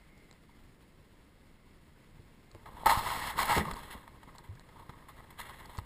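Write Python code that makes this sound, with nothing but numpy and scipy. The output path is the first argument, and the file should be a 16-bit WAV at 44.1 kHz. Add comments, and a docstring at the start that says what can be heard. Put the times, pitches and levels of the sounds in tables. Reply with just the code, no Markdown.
"""Choppy water slaps and splashes on the hull of a small drifting boat, heard inside a waterproof case low on it.
A wave strikes, its spray rains back, a second surge gulps as it drains; smaller laps and a lighter splash follow.
Splashes and slaps are random impacts filtered by the resonances of the case; gulps and drips are ringing air
bubbles that rise in pitch; dry ticks are crackles of noise. Under them lies a faint wash of far ripples
with a narrow hiss."""
import sys
import numpy as np
from scipy import signal
from scipy.io import wavfile
from scipy.ndimage import map_coordinates

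SR = 44100
rng = np.random.default_rng(int(sys.argv[2]) if len(sys.argv) > 2 else 0)


def generate_wav(signal):
    """Clip the signal to [-1, 1] and save it as 16-bit WAV at the path in sys.argv[1]."""
    frames = np.transpose(np.atleast_2d(signal))
    scaled = np.clip(frames, -1, 1) * 32767
    pcm = np.round(scaled).astype(np.int16)
    wavfile.write(sys.argv[1], SR, pcm)


N = 257984
TIME = np.arange(N) / SR
BINS = np.fft.rfftfreq(4096, 1 / SR)  # frequencies of the filter curves, Hz

# Spectrum of the open water all around: [frequency_hz, relative_level_db]
WASH_SPECTRUM = [(12, -46), (20, -0.5), (41, -3.5), (64, -5.5), (121, -8), (143, -6.5), (347, -14.5),
                 (713, -26.5), (914, -26), (1420, -26.5), (2100, -27), (4950, -34), (6010, -37),
                 (7100, -37.5), (9300, -39.5), (9900, -37), (10800, -42.5), (15000, -41)]
# Level of the narrow hiss within the wash, before its slight flutter: [time_s, level_db]
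HISS_LEVEL = [(0, -69.5), (.35, -73), (.75, -82.5), (2.4, -77), (5.85, -77)]
# Crisp ticks close to the microphone: [start_s, peak_db]
TICKS = [(0.177, -53), (0.3116, -40.5), (0.327, -47.5), (2.5145, -47.5), (3.736, -35), (3.7405, -34),
         (3.7673, -42), (4.359, -48), (4.3829, -39), (4.553, -49.5), (4.5953, -42), (5.6575, -40.5),
         (5.772, -40), (5.7802, -38)]
# Spectrum of a tick: [frequency_hz, relative_level_db]
TICK_SPECTRUM = [(1500, 5), (3200, -9), (4300, 6.5), (6000, -2.5), (8000, 1), (9500, -19), (15000, -26)]
# Single far drips: [start_s, level_db, pitch_hz, t60_s]
DRIPS = [(0.493, -52, 930, 0.038), (4.573, -50, 1670, .02)]
# Air pockets gulping under the hull; the rush of water is relative to the ring:
# [start_s, level_db, pitch_hz, t60_s, rise_octaves_per_s, rush_db]
GULPS = [(2.193, -41.5, 100, .08, 1, -13), (2.549, -39.5, 99, .07, 3, -6.5), (2.86, -32.5, 165, .05, 1, -7),
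         (2.973, -16, 79, 0.027, 1, -27), (3.564, -25, 160, 0.18, 0.43, -5),
         (3.577, -26, 75.6, .15, 1.3, -7.5), (3.604, -30.5, 197.6, .16, 3, -5.5),
         (3.664, -36, 143.7, 0.29, 7.9, -8), (3.723, -30, 37.6, 0.1, 1, -17),
         (3.951, -40.5, 54, 0.095, 0.82, -7), (4.273, -45, 143, .04, 2, -5.5),
         (4.49, -35.5, 80.6, .24, 10.4, -33), (4.893, -29, 112, 0.025, 2, -15),
         (5.784, -24, 93, 0.05, 1, -20), (5.815, -39, 52, 0.13, 1.2, -22)]
# Waves running along the hull; splatter and fine spray are relative to the hollow body:
# [crest_s, level_db, swell_s, run_s, drain_s, splatter_db, spray_db]
WAVES = [ (2.679, -53, .03, .01, 0.039, -11, -12.5), (2.815, -51, 0.25, .04, .03, -14, -11.5),
         (2.864, -24, 0.0089, .006, 0.045, -6.5, -14), (2.896, -26, 0.032, 0.0086, 0.15, -7.5, -6.5),
         (2.99, -36, 0.088, 0.0058, 0.029, -7.5, -4.5), (3.07, -37, 0.25, 0.13, 0.44, -5, -5),
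         (3.27, -40, 0.16, 0.032, 0.072, -.5, -3), (3.392, -29, 0.036, 0.037, 0.055, -6, -6.5),
         (3.497, -29.5, .06, .03, 0.031, -2, -8.5), (3.554, -32.5, 0.17, 0.027, 0.086, -1.5, -3.5),
         (3.67, -41.5, 0.18, 0.043, 0.094, -8.5, -12), (3.78, -50.5, 0.2, .15, 0.28, -6.5, -5),
         (3.913, -56.5, 0.053, 0.02, .04, 3.5, 5.5), (4.145, -59, 0.036, .018, 0.018, -14.5, -12),
         (4.8, -57, 0.17, 0.034, .05, -23, -13), (4.92, -62.5, 0.018, 0.074, 0.36, -10, -13),
         (5.18, -58.5, 0.033, 0.017, 0.017, -3.5, -5.5), (5.398, -51, 0.029, 0.015, 0.06, 3.5, 3),
         (5.455, -54, 0.079, 0.15, 0.35, -2.5, -4.5), (5.495, -52, 0.024, 0.01, .06, -15, -6),
         (5.715, -55, 0.25, 0.08, 0.039, -9.5, -7)]
# Chop that keeps trickling on the hull between waves: [time_s, level_db]
CHOP_LEVEL = [(2.45, -79), (2.58, -73.5), (3.7, -69), (3.97, -59), (4.12, -68.5), (4.6, -69), (5.3, -65),
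              (5.85, -65)]
# Spectrum of heavy splashing: [frequency_hz, relative_level_db]
SHEET_SPECTRUM = [(60, -16.5), (340, -20.5), (550, -10), (850, -4), (1300, -6), (1600, -12.5), (2100, -9.5),
                  (2700, -15), (3500, -16), (4200, -17), (5500, -22.5), (9000, -28), (13500, -31.5),
                  (15500, -30)]
# Spectrum of light trickling: [frequency_hz, relative_level_db]
TRICKLE_SPECTRUM = [(60, -26), (400, -21), (700, -10.5), (1060, -4), (1450, -11), (2000, -9), (2700, -17.5),
                    (3300, -15.5), (4050, -18), (4700, -28.5), (8100, -28.5), (11000, -30), (15500, -33)]
# Spectrum of the deep churning: [frequency_hz, relative_level_db]
CHURN_SPECTRUM = [(15, 3.5), (45, 5), (150, -1.5), (300, -7), (500, -7), (800, -14), (2000, -62)]
# Wavelets slapping the hull: [start_s, level_db, brightness_db_per_octave, decay_s]
SLAPS = [(2.549, -57.5, -14, 0.0078), (2.656, -47, -2, .009), (2.768, -45.5, -0.5, .003),
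         (2.834, -33.5, -14, 0.0011), (2.859, -18.5, 2, 0.0018), (2.866, -23.5, 1.5, 0.0056),
         (2.894, -19, -1, 0.0045), (3.385, -30.5, 0, 0.0058), (3.454, -33.5, 3.5, 0.0033),
         (3.493, -33, 1, 0.0024), (3.579, -25, 0, 0.0041), (3.653, -35, 0, 0.0015),
         (3.711, -35.5, 1.5, 0.0035), (3.933, -46, 1, 0.0066), (4.077, -44.5, -0.5, 0.0026),
         (4.2305, -47.5, 0, 0.0038), (4.273, -53.5, -0.5, 0.019), (4.348, -53, 0.5, 0.0095),
         (4.385, -51.5, 1, 0.0064), (4.437, -55.5, 1, 0.016), (4.893, -45.5, -1.5, 0.0063),
         (5.083, -49, 1.5, 0.014), (5.203, -47, -2.5, 0.0026), (5.24, -57, -3, .008),
         (5.304, -49.5, 2.5, 0.0056), (5.392, -44, -1, 0.0042), (5.401, -38, 3, 0.0023),
         (5.7855, -35.5, 0.5, 0.0029)]
# Peaks and dips of the wetted case; each sound scales their depth: [frequency_hz, width_hz, unscaled_db]
CASE_RESONANCES = [(652, 210, 4), (839, 67, 5), (935, 133, 8.5), (1070, 110, 7), (1247, 120, 7),
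                   (1440, 170, -1), (1610, 190, 3.5), (1950, 520, 5), (2194, 53, 0.5), (2430, 87, -15),
                   (2790, 24, 6.5), (3370, 280, 3.5), (4120, 110, -9.5), (4122, 176, 12), (4800, 100, -3),
                   (5210, 220, 5), (6790, 200, 5.5), (7870, 270, 8), (8630, 360, 8), (9470, 180, 2.5),
                   (10050, 310, 10.5), (10960, 520, 11.5), (12960, 400, 13), (14300, 280, -3),
                   (13800, 170, 10), (14200, 430, 14)]
# Dips in the overall tone, narrow dull notches near 6 and 12 kHz: [frequency_hz, width_hz, gain_db]
TONE_DIPS = [(6000, 580, -13.5), (12050, 500, -18)]

WASH_DB = -59  # rms
HISS_HZ, HISS_HALF_WIDTH_HZ = 2100, 125
SWING_DB = 23.5  # a wave gains this much over its swell time and loses it again over its drain time
SAG_DB_PER_S = 25  # a wave weakens slowly from its crest on
SPRAY_DRAIN_RATIO = 0.84  # drain time of the fine spray relative to the wave's
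CHOP_SPLATTER_DB, CHOP_SPRAY_DB = -5.5, -8  # relative to the body of the chop
CLUMP_DB, CLUMPS_PER_S = 1.08, 60  # body and splatter each come in clumps of their own
BODY_TOP_HZ, SPLATTER_TOP_HZ = 1500, 2450  # spray lies above the splatter
EDGE_HZ = 15450  # upper band limit


def amp(db):
    """Decibel law: 20 dB is a tenfold amplitude."""
    return 10 ** (np.asarray(db) / 20)


def evened(x):
    """Normalization: scales a signal to rms 1."""
    return x / np.sqrt(np.mean(x ** 2) + 1e-20)


def add(mix, start_s, sound):
    """Superposition: adds a sound to the mix from its start time."""
    part = mix[max(round(start_s * SR), 0):][:len(sound)]
    part += sound[:len(part)]


def slope(points):
    """Spectral envelope: levels in dB joined on a log-frequency axis."""
    hz, db = np.transpose(points)
    return np.interp(np.log(BINS + 1), np.log(hz), db)


def bells(rows):
    """Resonance: a sum of bell-shaped peaks and dips in dB."""
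    return sum(db / (1 + (2 * (BINS - hz) / width) ** 2) for hz, width, db in rows)


def colour(x, shape_db):
    """Minimum-phase filtering: the spectrum's ringing follows an impact, never precedes it."""
    log_gain = np.log(amp(np.maximum(shape_db, -100)))
    circle = np.concatenate([log_gain, log_gain[-2:0:-1]])
    # the Hilbert transform of the log gain gives the phase
    ring = np.fft.ifft(np.exp(np.conj(signal.hilbert(circle)))).real
    return signal.oaconvolve(x, ring)[:len(x)]


def band(x, lo_hz, hi_hz):
    """Band-pass filtering: keeps the frequencies between two edges."""
    return signal.sosfilt(signal.butter(4, [lo_hz, hi_hz], "band", fs=SR, output="sos"), x)


def below(x, hz):
    """Zero-phase low-pass filtering: the part of a sound under a frequency, without delay."""
    return signal.sosfiltfilt(signal.butter(6, hz, fs=SR, output="sos"), x)


def wander(per_s):
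    """Slow random modulation: a smooth curve of rms 1 through per_s random knots a second."""
    knots = rng.standard_normal(4000)
    return evened(map_coordinates(knots, [TIME * per_s], order=3, mode="wrap"))


def drops(per_s, spread_db):
    """Random impulse train: impacts at chance times, most small and a few large."""
    size = amp(spread_db * np.minimum(rng.exponential(1, N), 4))
    sign = rng.choice([-1., 1.], N)
    landed = rng.random(N) < per_s / SR
    return evened(size * sign * landed)


def bubble(hz, t60, rise, onset_s):
    """Bubble oscillation: a decaying ring whose pitch rises, by an octave at most, as it nears the surface."""
    t = np.arange(0, abs(t60) + 0.018, 1 / SR)
    turns = np.cumsum(hz * 2 ** np.minimum(rise * t, 1)) / SR
    onset = 1 - np.exp(-t / onset_s)
    return np.sin(2 * np.pi * turns) * amp(-60 * t / t60) * onset


def bubbles(per_s, cycles, rise, count=30):
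    """Bubble ensemble: random small bubbles of many sizes, each decaying by 60 dB in so many cycles."""
    out = np.zeros(N)
    for hz in np.geomspace(700, 2300, count):
        ring = evened(bubble(hz, cycles / hz, rise, onset_s=0.00063)) * np.sqrt(hz)
        out += signal.oaconvolve(drops(per_s / count, spread_db=5.0), ring)[:N]
    return evened(out)


def wash():
    """Incoherent superposition: countless far ripples blend into a soft, swelling wash with a narrow hiss."""
    swelling_db = 0.5 * wander(per_s=9) + 0.94 * wander(per_s=45)
    ripples = drops(per_s=15000, spread_db=3.5) * amp(swelling_db)
    ripples = ripples + amp(-24) * bubbles(per_s=80, cycles=45, rise=4)
    open_water = evened(colour(ripples, slope(WASH_SPECTRUM) + 0.25 * bells(CASE_RESONANCES)))
    hiss_shape_db = -20 * np.log10(1 + ((BINS - HISS_HZ) / HISS_HALF_WIDTH_HZ) ** 2)
    hiss = evened(colour(rng.standard_normal(N), hiss_shape_db))
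    hiss_db = np.interp(TIME, *np.transpose(HISS_LEVEL)) + 1.5 * wander(per_s=24)
    return amp(WASH_DB) * open_water + amp(hiss_db) * hiss


def ticks():
    """Impulsive excitation: tiny dry ticks, each a millisecond or two of crackle."""
    out, t = np.zeros(N), np.arange(1024) / SR
    for start_s, peak_db in TICKS:
        crackle = rng.standard_normal(len(t)) * t * np.exp(-t / 0.00054)
        tick = colour(crackle, slope(TICK_SPECTRUM))
        add(out, start_s, amp(peak_db) * tick / abs(tick).max())
    return out


def drips():
    """Bubble entrainment: lone drops fall back into the sea, each leaving one ringing bubble."""
    out = np.zeros(N)
    for start_s, db, hz, t60 in DRIPS:
        add(out, start_s, amp(db) * bubble(hz, t60, rise=3.5, onset_s=0.001))
    return out


def gulps():
    """Cavity oscillation: large air pockets between wave and hull ring as a short rush of water closes on them."""
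    out = np.zeros(N)
    for start_s, db, hz, t60, rise, rush_db in GULPS:
        ring = bubble(hz, t60, rise, onset_s=0.0019)
        fade = amp(-60 * np.arange(len(ring)) / SR / t60)
        # the end of the noise is taken, after the filter has settled
        rush = evened(band(rng.standard_normal(SR), lo_hz=107, hi_hz=503))[-len(ring):]
        add(out, start_s, amp(db) * (ring + amp(rush_db) * rush * fade))
    return out


def heaviness(db):
    """Crossover by level: 0 for a light trickle, 1 for a solid sheet of water."""
    return np.clip((db + 54.5) / 14, 0, 1)


def trickle_colour():
    """Resonant filtering: the spectrum of light drops, shaped by the case."""
    return slope(TRICKLE_SPECTRUM) + 1.18 * bells(CASE_RESONANCES)


def sheet_colour():
    """Resonant filtering: the spectrum of a sheet of water, shaped slightly more deeply by the case."""
    return slope(SHEET_SPECTRUM) + 1.24 * bells(CASE_RESONANCES)


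def flow():
    """Power summation: waves that swell, run and drain join the chop in dB levels of body, splatter and spray."""
    chop_db = np.interp(TIME, *np.transpose(CHOP_LEVEL))
    body = amp(chop_db) ** 2
    splatter = amp(chop_db + CHOP_SPLATTER_DB) ** 2
    spray = amp(chop_db + CHOP_SPRAY_DB) ** 2
    for crest_s, db, swell_s, run_s, drain_s, splatter_db, spray_db in WAVES:
        age = TIME - crest_s
        swelling_db = SWING_DB * np.minimum(age, 0) / max(swell_s, 0.002)
        running_db = db + swelling_db - SAG_DB_PER_S * np.maximum(age, 0)
        drained_db = SWING_DB * np.maximum(age - run_s, 0) / max(drain_s, 0.002)
        body = body + amp(running_db - drained_db) ** 2
        splatter = splatter + amp(running_db - drained_db + splatter_db) ** 2
        spray = spray + amp(running_db - drained_db / SPRAY_DRAIN_RATIO + spray_db) ** 2
    body_db, splatter_db, spray_db = 10 * np.log10([body, splatter, spray])
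    body_db = body_db + CLUMP_DB * wander(CLUMPS_PER_S)
    splatter_db = splatter_db + CLUMP_DB * wander(CLUMPS_PER_S)
    return body_db, splatter_db, spray_db


def splashing():
    """Modulated impact noise: clumps of drops and bubbles ring the case while water churns against the hull."""
    body_db, splatter_db, spray_db = flow()
    impacts = drops(per_s=9000, spread_db=3.0) + amp(-15) * bubbles(per_s=700, cycles=62, rise=10.4)
    # a trickle comes in separate clumps; a heavy sheet of water is more even
    patter = impacts + drops(per_s=1500, spread_db=3.5)
    trickle = evened(colour(patter * amp(2.0 * wander(per_s=120)), trickle_colour()))
    sheet = evened(colour(impacts * amp(0.42 * wander(per_s=300)), sheet_colour()))
    heavy = heaviness(body_db)
    water = heavy * sheet + (1 - heavy) * trickle
    # three bands, each following its own level
    body = below(water, BODY_TOP_HZ)
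    unsprayed = below(water, SPLATTER_TOP_HZ)
    splash = amp(body_db) * evened(body)
    splash += amp(splatter_db) * evened(unsprayed - body)
    splash += amp(spray_db) * evened(water - unsprayed)
    # in dB, the deep churning swells about half as much as the body above it
    churn = evened(colour(drops(per_s=900, spread_db=4.5), slope(CHURN_SPECTRUM)))
    return splash + amp(-25.5 + 0.54 * body_db) * churn


def slaps():
    """Impact excitation: a sheet of water lands quickly, then scatters into drops that die away."""
    out, t = np.zeros(N), np.arange(4096) / SR
    scatter = drops(per_s=12000, spread_db=0.0)
    octaves = np.log2(np.maximum(BINS, 400) / 1000)  # from 1 kHz, held below 400 Hz
    for k, (start_s, db, brightness, decay) in enumerate(SLAPS):
        decay = max(decay, 0.001)
        heavy = heaviness(db)
        envelope = np.exp(-t / decay) * (1 - np.exp(-t / (0.38 * decay)))
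        blow = scatter[k * len(t):][:len(t)] * envelope
        case_db = heavy * sheet_colour() + (1 - heavy) * trickle_colour()
        burst = colour(blow, case_db + brightness * octaves)
        # the energy equals that of an rms-1 sound lasting one decay time
        add(out, start_s, amp(db) * burst * np.sqrt(decay * SR / np.sum(burst ** 2)))
    return out


def scene():
    """Linear superposition: all the water sums at one microphone."""
    return (wash() + ticks() + drips() + gulps() + splashing() + slaps())[None]


def record(dry):
    """Linear filtering: two notches in the overall tone, then the band limit."""
    heard = colour(dry[0], bells(TONE_DIPS))
    band_limit = signal.firwin(511, EDGE_HZ, window=("kaiser", 9), fs=SR)
    return signal.oaconvolve(heard, band_limit, "same")[None]


dry = scene()
out = record(dry)
generate_wav(out)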